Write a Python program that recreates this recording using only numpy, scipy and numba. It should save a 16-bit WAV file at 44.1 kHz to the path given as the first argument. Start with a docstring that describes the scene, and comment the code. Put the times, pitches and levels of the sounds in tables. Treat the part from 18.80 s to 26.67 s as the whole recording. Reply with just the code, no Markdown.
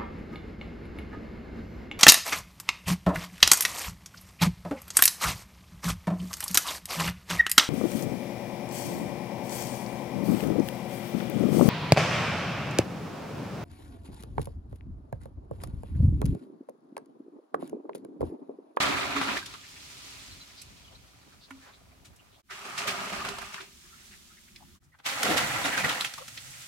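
"""Water pours three times from a ledge into a walled pool outdoors.
The stream drags air under, and each bubble rings briefly like a tiny bell; lumps of water slap
the surface amid soft blips and thumps, and a low rumble swells. Between pours the foam fizzes,
the pool laps and gurgles, a hollow pot is bumped and a far bird chirps. The walls add short
echoes, and leaves and air hiss faintly. Twice the whole sound fades out for a moment."""
import sys
import numpy as np
from scipy import signal
from scipy.fft import rfft, irfft, next_fast_len
from scipy.io import wavfile
from numba import njit

SR = 44100
rng = np.random.default_rng(int(sys.argv[2]) if len(sys.argv) > 2 else 0)


def transcribe(signal):
    """Save signal, clipped to [-1, 1], as a 16-bit WAV file at the path in sys.argv[1]."""
    frames = np.atleast_2d(signal).T
    limited = np.clip(frames, -1, 1)
    pcm = np.round(limited * 32767).astype(np.int16)
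    wavfile.write(sys.argv[1], SR, pcm)


N = 347067
STEP = 16   # samples between the points of a slow loudness curve

# Levels are relative. A decay is the time to fall by 60 dB. Balance is left minus right.
# two fades split the scene into three parts, one pour in each: t/s, fade-out/s, fade-in/s
FADES = [(3.623, 0.021, 0.12), (5.996, 0.042, 0.028)]
# tone of the low rumble that swells with each pour, a list per part: f/Hz, level/dB
RUMBLE_SPECTRA = [
    [(13, -34), (22, -21), (54, 6.5), (102, 4), (226, -3.5), (268, -6.5), (329, -13.5), (400, -11.5),
     (520, -18), (880, -120)],
    [(13, -40), (22, -4), (75, 5.5), (119, -5), (226, 0.5), (299, -14), (346, -5.5), (400, -16), (520, -60),
     (880, -120)],
    [(13, -47), (22, -8), (98, 1), (141, 8), (163, 4), (188, -22), (226, -6), (400, -19), (520, -44),
     (880, -120)],
]
# loudness of the rumble, a list per part: t/s, level/dB
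RUMBLE_LEVELS = [
    [(0.0, -47), (0.6, -59), (1.55, -59), (2.14, -57.5), (2.3, -63), (2.7, -60.5), (3.3, -61.5),
     (3.62, -68.5)],
    [(3.63, -57.5), (3.87, -72), (4.5, -53), (4.9, -63.5), (5.5, -62), (5.8, -57), (5.99, -58)],
    [(6.0, -62), (6.22, -67.5), (6.5, -63), (6.63, -41.5), (7.0, -57), (7.2, -64), (7.42, -54.5),
     (7.87, -60.5)],
]
# tone of leaves and air: f/Hz, level/dB
HISS_SPECTRUM = [(1500, 2), (3000, 7), (6000, 4), (11000, 2.5), (16500, -1)]
HISS_DB = (-67, -62.5, -73.5)   # one per part
# bird chirps: t/s, length/s, start f/Hz, end f/Hz, level/dB
CHIRPS = [(1.493, 0.062, 4280, 3950, -55), (1.6, 0.034, 4100, 3970, -50), (2.045, 0.018, 3320, 3200, -58),
          (2.068, 0.029, 3110, 2890, -59.5), (2.116, 0.031, 2930, 3720, -65),
          (2.145, 0.027, 4220, 4130, -61), (2.146, 0.025, 3970, 3910, -56.5)]
# ringing tones of the pot: f/Hz, level/dB, decay/s
POT_TONES = [(267, -42, 0.32), (1440, -36.5, 0.035), (2280, -48, .03)]
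# how the air between water and walls colours the sound, a list per part: f/Hz, width/Hz, boost/dB
HOLLOW_BANDS = [
    [(280, 45, 8.5), (374, 82, 3.5), (477, 104, -7), (960, 120, 3.5), (1240, 380, 4.5), (1580, 160, -1.5),
     (2300, 680, 3)],
    [(191, 8, 4), (290, 36, -10.5), (395, 24, 10.5), (478, 160, -11.5), (608, 33, 2.5), (1244, 54, 5),
     (2250, 330, 0.5)],
    [(320, 47, 6.5), (385, 143, -17), (503, 47, 8), (790, 78, 4.5), (1329, 200, 4.5), (1947, 150, 4.5)],
]
# how bubbles lean to one side: f/Hz, balance/dB
BUBBLE_BALANCE = [(60, -1), (180, 0.5), (550, -0.5), (1650, -2), (4970, 1), (15000, -8)]

# soft puffs (blips, low thumps, small gurgles): t/s, level/dB, f/Hz, rough length/s, width/octaves
PUFFS = [(0.162, -43, 79.4, .054, 0.33), (0.635, -51.5, 1560, 0.034, .15), (0.687, -63, 1330, 0.034, .2),
         (0.757, -50.5, 1190, 0.022, 0.46), (0.854, -55.5, 2020, 0.035, .7),
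         (0.974, -56, 2180, 0.021, 0.52), (1.713, -62, 1900, .02, 0.4), (1.801, -56, 4460, 0.054, .4),
         (2.141, -63, 660, .05, 1.1), (2.427, -69, 4270, 0.028, 0.44), (2.478, -60, 200, 0.033, 1.4),
         (2.543, -68, 1370, 0.065, 0.55), (2.649, -59, 4100, 0.055, .45), (2.84, -63, 1780, .04, 0.3),
         (2.895, -58, 1010, 0.067, 1.9), (2.953, -63.5, 3870, 0.04, .3), (3.405, -64.5, 2830, .025, .22),
         (3.558, -70, 3470, 0.072, .4), (3.722, -43.5, 1500, 0.039, 0.57), (3.757, -62, 377, 0.059, 0.27),
         (4.066, -44.5, 585, .022, 0.15), (4.254, -46, 1240, 0.04, 0.16), (4.419, -43, 1190, 0.051, 0.11),
         (4.591, -45, 800, .019, 1.1), (4.634, -48, 820, .017, 0.46), (4.789, -45.5, 1410, 0.027, 0.74),
         (4.822, -52.5, 370, 0.032, 0.26), (4.89, -67, 2460, .03, .44), (5.153, -62.5, 1340, 0.048, 0.073),
         (5.341, -58, 1920, 0.042, .72), (5.52, -65, 1330, 0.027, 0.13), (5.586, -63.5, 1940, .025, .29),
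         (5.69, -62, 1950, 0.018, 0.75), (5.766, -55.5, 2310, 0.016, 0.62), (5.827, -59, 850, .035, 0.47),
         (5.969, -69, 1140, .025, .26), (6.053, -74, 6500, 0.034, 1), (6.138, -68, 1960, 0.024, .15),
         (6.152, -62, 1280, 0.019, 1.1), (6.204, -57, 700, 0.0096, 3.4), (6.468, -36.5, 1310, 0.027, 0.34),
         (6.515, -37.5, 342, .056, 1.4), (6.847, -43, 3680, 0.02, 0.082), (6.942, -36.5, 1780, 0.049, 0.44),
         (7.007, -38, 2380, 0.052, 0.21), (7.051, -36.5, 130, .03, 0.89), (7.125, -41, 3160, 0.03, 0.41),
         (7.39, -44, 1050, 0.017, 0.42), (7.422, -53.5, 544, 0.036, 0.26),
         (7.426, -52.5, 1200, 0.018, 0.27), (7.745, -57, 2250, .025, 0.31)]
# tone of each kind of bubble, a list per part: f/Hz, level/dB
FIZZ_SPECTRA = [
    [(1060, -50), (1800, -6), (2920, 0), (4100, 3), (7840, -4), (15100, -23), (16000, -30.5)],
    [(1060, -37), (1800, -15), (3710, -2.5), (4100, -7.5), (6830, -4), (14900, -22), (16000, -21)],
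    [(1060, -26.5), (1800, -11.5), (2390, -3), (5150, -8), (7150, -3), (15100, -20.5), (16000, -31)],
]
LAPPING_SPECTRA = [
    [(210, -54), (350, -3.5), (453, 1), (689, 6.5), (790, -4), (2400, -5), (3120, -24), (5280, -120)],
    [(210, -60.5), (350, -16.5), (398, -27), (1070, -10.5), (1320, 4), (2400, 2), (3120, -25.5),
     (5280, -120)],
    [(210, -40), (350, -11), (370, -39.5), (528, 0.5), (1050, -1.5), (2400, -4), (3120, -42.5),
     (5280, -120)],
]
SPRAY_SPECTRA = [
    [(1590, -36), (2700, -14.5), (3640, 4.5), (5390, -7.5), (7770, -10), (15000, -28.5), (16000, -34.5)],
    [(1590, -2.5), (2700, 8), (3200, -0.5), (5010, -1.5), (8820, -9), (15000, -25.5), (16000, -39)],
    [(1590, -15.5), (2700, 0), (3750, -2.5), (5010, -7), (11800, -17), (14800, -29.5), (16000, -24.5)],
]
FROTH_SPECTRA = [
    [(350, -47), (600, -41), (687, -9), (1240, 2), (3000, -2), (3900, -35.5), (6600, -120)],
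    [(350, -44), (600, -3), (961, -1), (1230, 4), (3000, -13.5), (3900, -32), (6600, -120)],
    [(350, -50), (600, 0), (1060, -0.5), (1950, 2.5), (3000, -6.5), (3900, -33), (6600, -120)],
]
LARGE_SPECTRA = [
    [(53, -39), (90, -57), (265, 1), (501, -14.5), (700, -2), (910, -32.5), (1540, -120)],
    [(53, -41), (90, -36), (190, 0.5), (297, -0.5), (700, 1.5), (910, -39.5), (1540, -120)],
    [(53, -33.5), (90, -16.5), (418, 10), (510, -2), (700, 4.5), (910, -22), (1540, -120)],
]
# the pool left alone, a row per part: fizz level/dB, lapping level/dB
CALM_POOL = [(-70, -63), (-67, -70.5), (-85, -73)]
# waves wash along the wall: t/s, fizz level/dB, lapping level/dB
WASHES = [(1.3, -72, -69), (2.52, -63.5, -65), (2.84, -59.5, -59), (5.15, -74, -60), (7.52, -52, -58.5)]
# the foam of each pour at its height: t/s, level/dB
FOAM_PEAKS = [(1.3, -47), (5.28, -49.5), (7.8, -42)]
WASH_DB_PER_S, FOAM_RISE_DB_PER_S, FOAM_FALL_DB_PER_S = 69, 9.5, 16.5

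# water slaps the surface: t/s, level/dB, f/Hz, decay/s, width/octaves, balance/dB, spatter level/dB
SLAPS = [(0.364, -21.5, 1240, 0.043, 0.65, -1, -43), (0.413, -17.5, 1040, 0.032, 1.8, 4, -40),
         (0.489, -24.5, 1030, 0.028, 1.1, 1, -54), (0.569, -21.5, 1910, 0.043, 0.49, -2, -45),
         (0.659, -30, 3630, 0.044, 1.2, 1, -42), (0.738, -32, 1370, 0.029, 3.5, 2, -70),
         (1.816, -34.5, 4650, 0.034, 1.5, -2, -41), (2.707, -35, 1440, 0.034, 1.6, -1, -49.5),
         (3.25, -43, 3550, 0.094, 2.4, 2.0, -74), (3.361, -66, 2310, 0.035, 1.8, -3, -54),
         (3.848, -39, 1210, 0.023, 1.2, 7, -63), (3.976, -28, 1290, 0.029, 2.3, -2.5, -52),
         (4.077, -20.5, 1400, 0.031, 1.3, -7, -34), (4.33, -21.5, 1160, 0.026, 1.9, -1, -54),
         (4.449, -22.5, 1180, 0.036, 2, -4, -43), (4.487, -19.5, 1230, 0.026, 3.6, 0, -38),
         (4.585, -29, 1180, 0.028, 4, -6, -42), (4.617, -30, 1260, 0.049, 1.3, -7, -45),
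         (4.742, -22.5, 1420, 0.025, 2.1, 1, -44), (4.804, -30.5, 1880, 0.053, 1.9, 0, -77.5),
         (5.76, -38, 4200, 0.032, 0.75, -4, -55), (6.188, -47, 1080, 0.036, 3.5, -2, -64),
         (6.431, -11, 2020, 0.021, 3.6, -2.5, -23), (6.579, -16, 3710, 0.014, 1.7, -4, -30),
         (6.852, -22, 1940, 0.073, 1.9, -6, -38), (6.947, -21, 1870, 0.061, 0.92, -1, -46),
         (6.975, -18.5, 1430, 0.054, 0.72, -1, -38), (7.045, -14.5, 1920, 0.052, 0.75, -1.5, -34),
         (7.094, -17.5, 2850, 0.033, 0.76, 0, -37), (7.209, -14, 3600, 0.02, 0.55, -1, -27.5),
         (7.221, -22, 1240, 0.017, 1.2, -2, -36), (7.246, -18, 2300, 0.034, 1.06, -4, -32),
         (7.338, -26, 2640, 0.026, 2.8, -2, -47), (7.38, -36, 1170, 0.038, 3.2, 1, -44),
         (7.48, -30.5, 3280, 0.04, 2.7, 0, -59), (7.574, -27, 2760, 0.05, 1.44, -2, -58)]
# the steady stream, a list per pour: t/s, froth level/dB
STEADY_FLOW = [
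    [(0.0, -31.5), (0.14, -32.5), (0.28, -37), (0.35, -39.5), (0.45, -36), (0.57, -37), (0.61, -53.5),
     (0.73, -52.5), (0.8, -73)],
    [(3.68, -90), (3.706, -45.5), (3.81, -44.5), (3.95, -41.5), (4.0, -36.5), (4.35, -34.5), (4.51, -40.5),
     (4.65, -42.5), (4.8, -51.5), (4.9, -86)],
    [(6.238, -88), (6.262, -39.5), (6.41, -34.5), (6.45, -30), (6.66, -32.5), (7.03, -35.5), (7.2, -37.5),
     (7.28, -50.5), (7.38, -55), (7.45, -71)],
]
# level/dB at full flow, a row per pour: large bubbles, spray, fizz, lapping
AT_FULL_FLOW = [(-46.5, -35.5, -47.5, -33), (-39.5, -41, -46, -46), (-44, -35, -36.5, -40)]
# change/dB for 1 dB more flow: large bubbles, spray, fizz, lapping
FLOW_RESPONSE = (2.24, 0.72, 0.72, 1.6)
FULL_FLOW_DB = -35
# the stream comes in gushes: t/s, large bubble level/dB, froth level/dB, spray level/dB
GUSHES = [(0.006, -67, -25, -22), (0.093, -32, -32, -40), (0.18, -49, -50, -45), (0.304, -36.5, -33, -43),
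          (0.365, -30, -31.5, -35.5), (0.418, -42, -34, -35.5), (0.484, -31.5, -32.5, -41),
          (0.57, -64, -42.5, -33.5), (0.748, -60, -56, -55), (3.708, -70, -48, -42), (3.854, -41, -40, -45),
          (3.9, -55, -42, -48), (3.981, -65, -39, -31), (4.078, -39, -32, -28), (4.332, -40, -53, -43),
          (4.452, -38.5, -34, -40.5), (4.488, -38.5, -54, -49), (4.58, -64, -54, -62),
          (4.738, -72, -46, -41.5), (4.816, -56, -55, -46), (6.263, -71, -34, -24),
          (6.294, -52, -35.5, -30), (6.451, -44, -54, -24), (6.502, -24.5, -36, -24),
          (6.574, -44, -28.5, -19), (6.852, -33.5, -31.5, -26.5), (6.978, -34, -32, -26.5),
          (7.048, -35.5, -29, -29.5), (7.092, -54, -31, -26.5), (7.212, -51, -44, -31),
          (7.249, -70, -55, -29.5), (7.384, -66, -60, -41.5), (7.416, -71, -72, -54)]
GUSH_RISE_DB_PER_S, GUSH_FALL_DB_PER_S = (898, 1199, 1501.5), (162, 159.5, 238.5)   # same three layers
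THIN_DB, THIN_WIDTH_S, THIN_LEAD_S = -1.5, 0.0084, 0.017   # the stream thins just before a gush


def amp(db):
    """Turn decibels into a gain."""
    return 10 ** (np.asarray(db) / 20)


def unit_level(x):
    """Scale a sound to an average power of 1."""
    return x / np.sqrt(np.mean(x ** 2) + 1e-20)


def add(out, s, sound):
    """Mix a sound in at s seconds."""
    at = round(s * SR)
    out[:, at:at + sound.shape[1]] += sound[:, :N - at]


def part_at(samples):
    """The part (0, 1 or 2) that each sample falls in."""
    return np.searchsorted([s * SR for s, _, _ in FADES], samples)


def gain_curve(curves):
    """Join lists of (time, level) points into a gain per sample, silent between lists."""
    t = np.arange(N) / SR
    return sum(amp(np.interp(t, *np.transpose(points), left=-200, right=-200)) for points in curves)


def db_at(spectrum, hz):
    """Read a spectrum between its points, on a scale of octaves."""
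    points_hz, points_db = np.transpose(spectrum)
    return np.interp(np.log(hz), np.log(points_hz), points_db)


def drift(rate_hz):
    """A slow random wobble, about 1 in size."""
    hop, warm_up = 40, 2000
    keep = np.exp(-2 * np.pi * rate_hz * hop / SR)
    noise = rng.standard_normal(N // hop + warm_up + 2)
    slow = signal.lfilter([1], [1, -2 * keep, keep ** 2], noise)[warm_up:]
    return np.interp(np.arange(N) / hop, np.arange(len(slow)), unit_level(slow))


def swell(s, top_db, rise, fall):
    """Power that climbs to top_db at time s, then sinks; rise and fall are in dB per second."""
    t = np.arange(0, N, STEP) / SR - s
    return amp(top_db - np.where(t < 0, -rise * t, fall * t)) ** 2


def shaped_noise(spectrum, alike):
    """Steady noise; alike runs from 0 (left and right unrelated) to 1 (the same)."""
    size = next_fast_len(N)
    shape = amp(db_at(spectrum, np.fft.rfftfreq(size, 1 / SR) + 1))
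    mid, side = irfft(rfft(rng.standard_normal((2, size))) * shape, size)[:, :N]
    return unit_level(np.sqrt(1 + alike) * mid + np.sqrt(1 - alike) * side * [[1], [-1]])


def burst(hz, octaves, envelope):
    """A puff of noise around hz, partly shared by left and right."""
    edges = np.clip(hz * 2 ** (np.array([-.5, .5]) * max(octaves, .05)), 30, .45 * SR)
    band_pass = signal.butter(2, edges, "band", fs=SR, output="sos")
    warm_up = 800
    noise = rng.standard_normal((3, warm_up + len(envelope)))
    band = signal.sosfilt(band_pass, noise[:2] + 0.98 * noise[2])[:, warm_up:]
    return .5 * unit_level(band) * envelope


def rumble():
    """Low rumble that swells with each pour and sinks to a faint background between them."""
    noises = [shaped_noise(spectrum, alike=0.57) for spectrum in RUMBLE_SPECTRA]
    return gain_curve(RUMBLE_LEVELS) * np.choose(part_at(np.arange(N)), noises) * amp(2.5 * drift(5.9))


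def hiss():
    """Leaves and air make a faint, even hiss."""
    return amp(HISS_DB)[part_at(np.arange(N))] * shaped_noise(HISS_SPECTRUM, alike=0)


def bird():
    """Short gliding whistles, roughened by the leaves on the way."""
    out = np.zeros((2, N))
    for s, length, start_hz, end_hz, level_db in CHIRPS:
        hz = np.linspace(start_hz, end_hz, int(length * SR))
        rough = 1.04 + signal.lfilter([.17], [1, -.97], rng.standard_normal((2, len(hz))))
        phase = np.cumsum(2 * np.pi * hz / SR) + rng.uniform(0, 2 * np.pi, (2, 1))
        add(out, s, amp(level_db + 3.5) * np.hanning(len(hz)) ** .5 * rough * np.sin(phase))
    return out


def pot_knock(at_s=2.708, attack_s=0.0018):
    """A hollow pot rings with three dying tones after one soft blow."""
    out, t = np.zeros((2, N)), np.arange(SR // 2) / SR
    for hz, level_db, decay_s in POT_TONES:
        envelope = amp(level_db - 60 * t / decay_s) * (1 - np.exp(-t / attack_s))
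        add(out, at_s, envelope * np.sin(2 * np.pi * hz * t) * [[1], [.9]])
    return out


def wall_echoes(x, decay_s=0.094, echo_db=-12, dull_hz=36000):
    """Sound bounces between the walls, weaker and duller each time; six paths for each ear."""
    size = next_fast_len(N + SR // 2)
    hz = np.fft.rfftfreq(size, 1 / SR)
    echo = np.zeros((2, len(hz)), complex)
    for k, lag in enumerate(rng.uniform(.004, .02, 12)):
        bounce = amp(-60 * lag / decay_s) * np.exp(-2j * np.pi * hz * lag) / (1 + 1j * hz / dull_hz)
        echo[k % 2] += (-1) ** (k // 2) * bounce / (1 - bounce)   # all repeats added up
    return x + amp(echo_db) * irfft(rfft(x, size) * echo, size)[:, :N]


def hollow_air(x):
    """The air between water and walls boosts some pitches and weakens others."""
    parts = []
    for bands in HOLLOW_BANDS:
        y = x
        for hz, width_hz, db in bands:
            gain, width = amp(db / 2), np.pi * width_hz / SR
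            tuning = -2 * np.cos(2 * np.pi * hz / SR)
            y = signal.lfilter([1 + width * gain, tuning, 1 - width * gain],
                               [1 + width / gain, tuning, 1 - width / gain], y)
        parts.append(y)
    return np.choose(part_at(np.arange(N)), parts)


@njit
def ring_bubbles(start, size, hz, cycles, glide):
    """Each bubble is a tone that dies by 40 dB while its pitch climbs by the share glide."""
    out = np.zeros((2, N + 40000))
    for b in range(len(hz)):
        span = min(int(cycles[b] * SR / hz[b]) + 2, 30000)
        angle = 2 * np.pi * hz[b] / SR
        wave = 1 + 0j   # a point that spirals inward; its height is the tone
        turn = 0.01 ** (1 / span) * np.exp(1j * angle)
        speed_up = np.exp(1j * angle * glide / span)
        for i in range(span):
            out[0, start[0, b] + i] += size[0, b] * wave.imag
            out[1, start[1, b] + i] += size[1, b] * wave.imag
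            wave *= turn
            turn *= speed_up
    return out[:, :N]


def bubbles(spectra, per_s, cycles, glide, vary_db, clump_db, spread_s):
    """A crowd of ringing bubbles of varied strength, born in clumps all over the surface."""
    when, pitch, strength, sign, place, life = rng.random((6, int(per_s * N / SR)))
    births = np.cumsum(amp(clump_db * (drift(9) + drift(40))))
    born = np.interp(when, births / births[-1], np.arange(N))
    low, high = spectra[0][0][0], spectra[0][-1][0]
    hz = low * (high / low) ** pitch
    tone_db = np.choose(part_at(born), [db_at(spectrum, hz) for spectrum in spectra])
    size = hz * amp(tone_db - vary_db * np.log(np.maximum(strength, .03))) * np.sign(sign - .5)
    side_db = db_at(BUBBLE_BALANCE, hz) / 2
    lag = (place - .5) * spread_s * SR   # a bubble off to one side reaches that ear first
    start = (np.array([born - lag / 2, born + lag / 2]) + 80).astype(np.int64)
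    stereo_size = size * amp([side_db, -side_db])
    return unit_level(ring_bubbles(start, stereo_size, hz, cycles * (.5 + life), glide))


def water_gains():
    """Loudness curves of large bubbles, froth, spray, fizz and lapping; their causes add as powers."""
    samples = np.arange(0, N, STEP)
    t, part = samples / SR, part_at(samples)
    flow = gain_curve(STEADY_FLOW)[::STEP]
    for s, *_ in GUSHES:
        flow *= amp(THIN_DB * np.exp(-((t - s + THIN_LEAD_S) / THIN_WIDTH_S) ** 2))
    response = (flow[:, None] / amp(FULL_FLOW_DB)) ** np.array(FLOW_RESPONSE)
    large, spray, fizz, lapping = (amp(AT_FULL_FLOW)[part] * response).T
    stream = np.array([large, flow, spray]) ** 2
    for s, *tops_db in GUSHES:
        stream += [swell(s, *shape) for shape in zip(tops_db, GUSH_RISE_DB_PER_S, GUSH_FALL_DB_PER_S)]
    pool = np.array([fizz, lapping]) ** 2 + amp(CALM_POOL)[part].T ** 2
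    for k, (s, db) in enumerate(FOAM_PEAKS):
        pour_begun = (part == k) & (t > STEADY_FLOW[k][1][0])
        pool[0] += pour_begun * swell(s, db, FOAM_RISE_DB_PER_S, FOAM_FALL_DB_PER_S)
    for s, *tops_db in WASHES:
        pool += [swell(s, db, WASH_DB_PER_S, WASH_DB_PER_S) for db in tops_db]
    return [np.interp(np.arange(N), samples, np.sqrt(power)) for power in [*stream, *pool]]


def pool_surface(fizz, lapping):
    """Tiny bubbles fizz in the foam; bigger, lower ones ring in the lapping waves."""
    foam = bubbles(FIZZ_SPECTRA, 25000, 5.7, 0.056, vary_db=0.5, clump_db=0.83, spread_s=.0015)
    waves = bubbles(LAPPING_SPECTRA, 3500, 6.5, 0.19, vary_db=3, clump_db=1.64, spread_s=.0037)
    return fizz * foam + lapping * waves


def soft_puffs():
    """Short soft puffs: blips and low thumps during the pours, small gurgles between them."""
    out = np.zeros((2, N))
    for s, level_db, hz, length, octaves in PUFFS:
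        envelope = np.hanning(int(1.6 * length * SR))
        add(out, s - 0.99 * length, amp(level_db + 10.5) * burst(hz, octaves, envelope))
    return out


def slaps():
    """A lump of water hits the pool: a quick crack, a bright spatter above and a thump below."""
    out, t = np.zeros((2, N)), np.arange(4000) / SR
    for s, level_db, hz, decay_s, octaves, balance_db, spatter_db in SLAPS:
        attack_s, fall_db = .11 * decay_s, 60 * t / decay_s
        attack = 1 - np.exp(-(t / attack_s) ** 2)
        crack = amp(level_db + 6.5 - fall_db) * burst(hz, octaves, attack)
        spatter = amp(spatter_db + 10.5 - fall_db / 1.12) * burst(7600, 1.18, attack)
        thump = amp(level_db - 12 - fall_db / 1.35) * burst(220, 2.0, attack)
        sides = amp([[balance_db / 2], [-balance_db / 2]])
        add(out, s - .6 * attack_s, sides * (crack + spatter + thump))
    return out


def pouring_stream(large, froth, spray):
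    """The stream drags down a cloud of bubbles; lone ones ring out and lone droplets tick."""
    deep = bubbles(LARGE_SPECTRA, 1300, 15.8, 0.18, vary_db=3, clump_db=0.94, spread_s=.00095)
    middle = bubbles(FROTH_SPECTRA, 6500, 17, 0.19, vary_db=2.5, clump_db=1.08, spread_s=.00055)
    lone = bubbles(LARGE_SPECTRA, 120, 18, 0.19, vary_db=2.5, clump_db=2, spread_s=.0008)
    bright = bubbles(SPRAY_SPECTRA, 14000, 10.6, 0.059, vary_db=-1.5, clump_db=1.24, spread_s=.0011)
    ticks = bubbles(SPRAY_SPECTRA, 440, 2.2, 0.1, vary_db=7, clump_db=3, spread_s=.00055)
    return large * (deep + amp(-8) * lone) + froth * middle + spray * (bright + amp(-13.5) * ticks)


def scene():
    """Water, pot and bird echo between the walls, with rumble and hiss added."""
    large, froth, spray, fizz, lapping = water_gains()
    bubbling = pouring_stream(large, froth, spray) + pool_surface(fizz, lapping)
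    water = hollow_air(amp(-2) * bubbling + slaps()) + soft_puffs()
    echoing = wall_echoes(water + pot_knock() + bird())
    bass_cut = signal.butter(4, 80, "high", fs=SR, output="sos")   # bubbles give off no deep bass
    return signal.sosfilt(bass_cut, echoing) + rumble() + hiss()


def record(dry):
    """The sound fades out and back in twice, and the highest treble is cut."""
    t, gain = np.arange(N) / SR, np.ones(N)
    for s, out_s, in_s in FADES:
        gain *= np.interp(t, [s - out_s, s, s + in_s], [1, 0, 1]) ** 1.17
    treble_cut = signal.ellip(12, .5, 80, 15950, fs=SR, output="sos")
    return signal.sosfilt(treble_cut, dry * gain)


dry = scene()
out = record(dry)
transcribe(out)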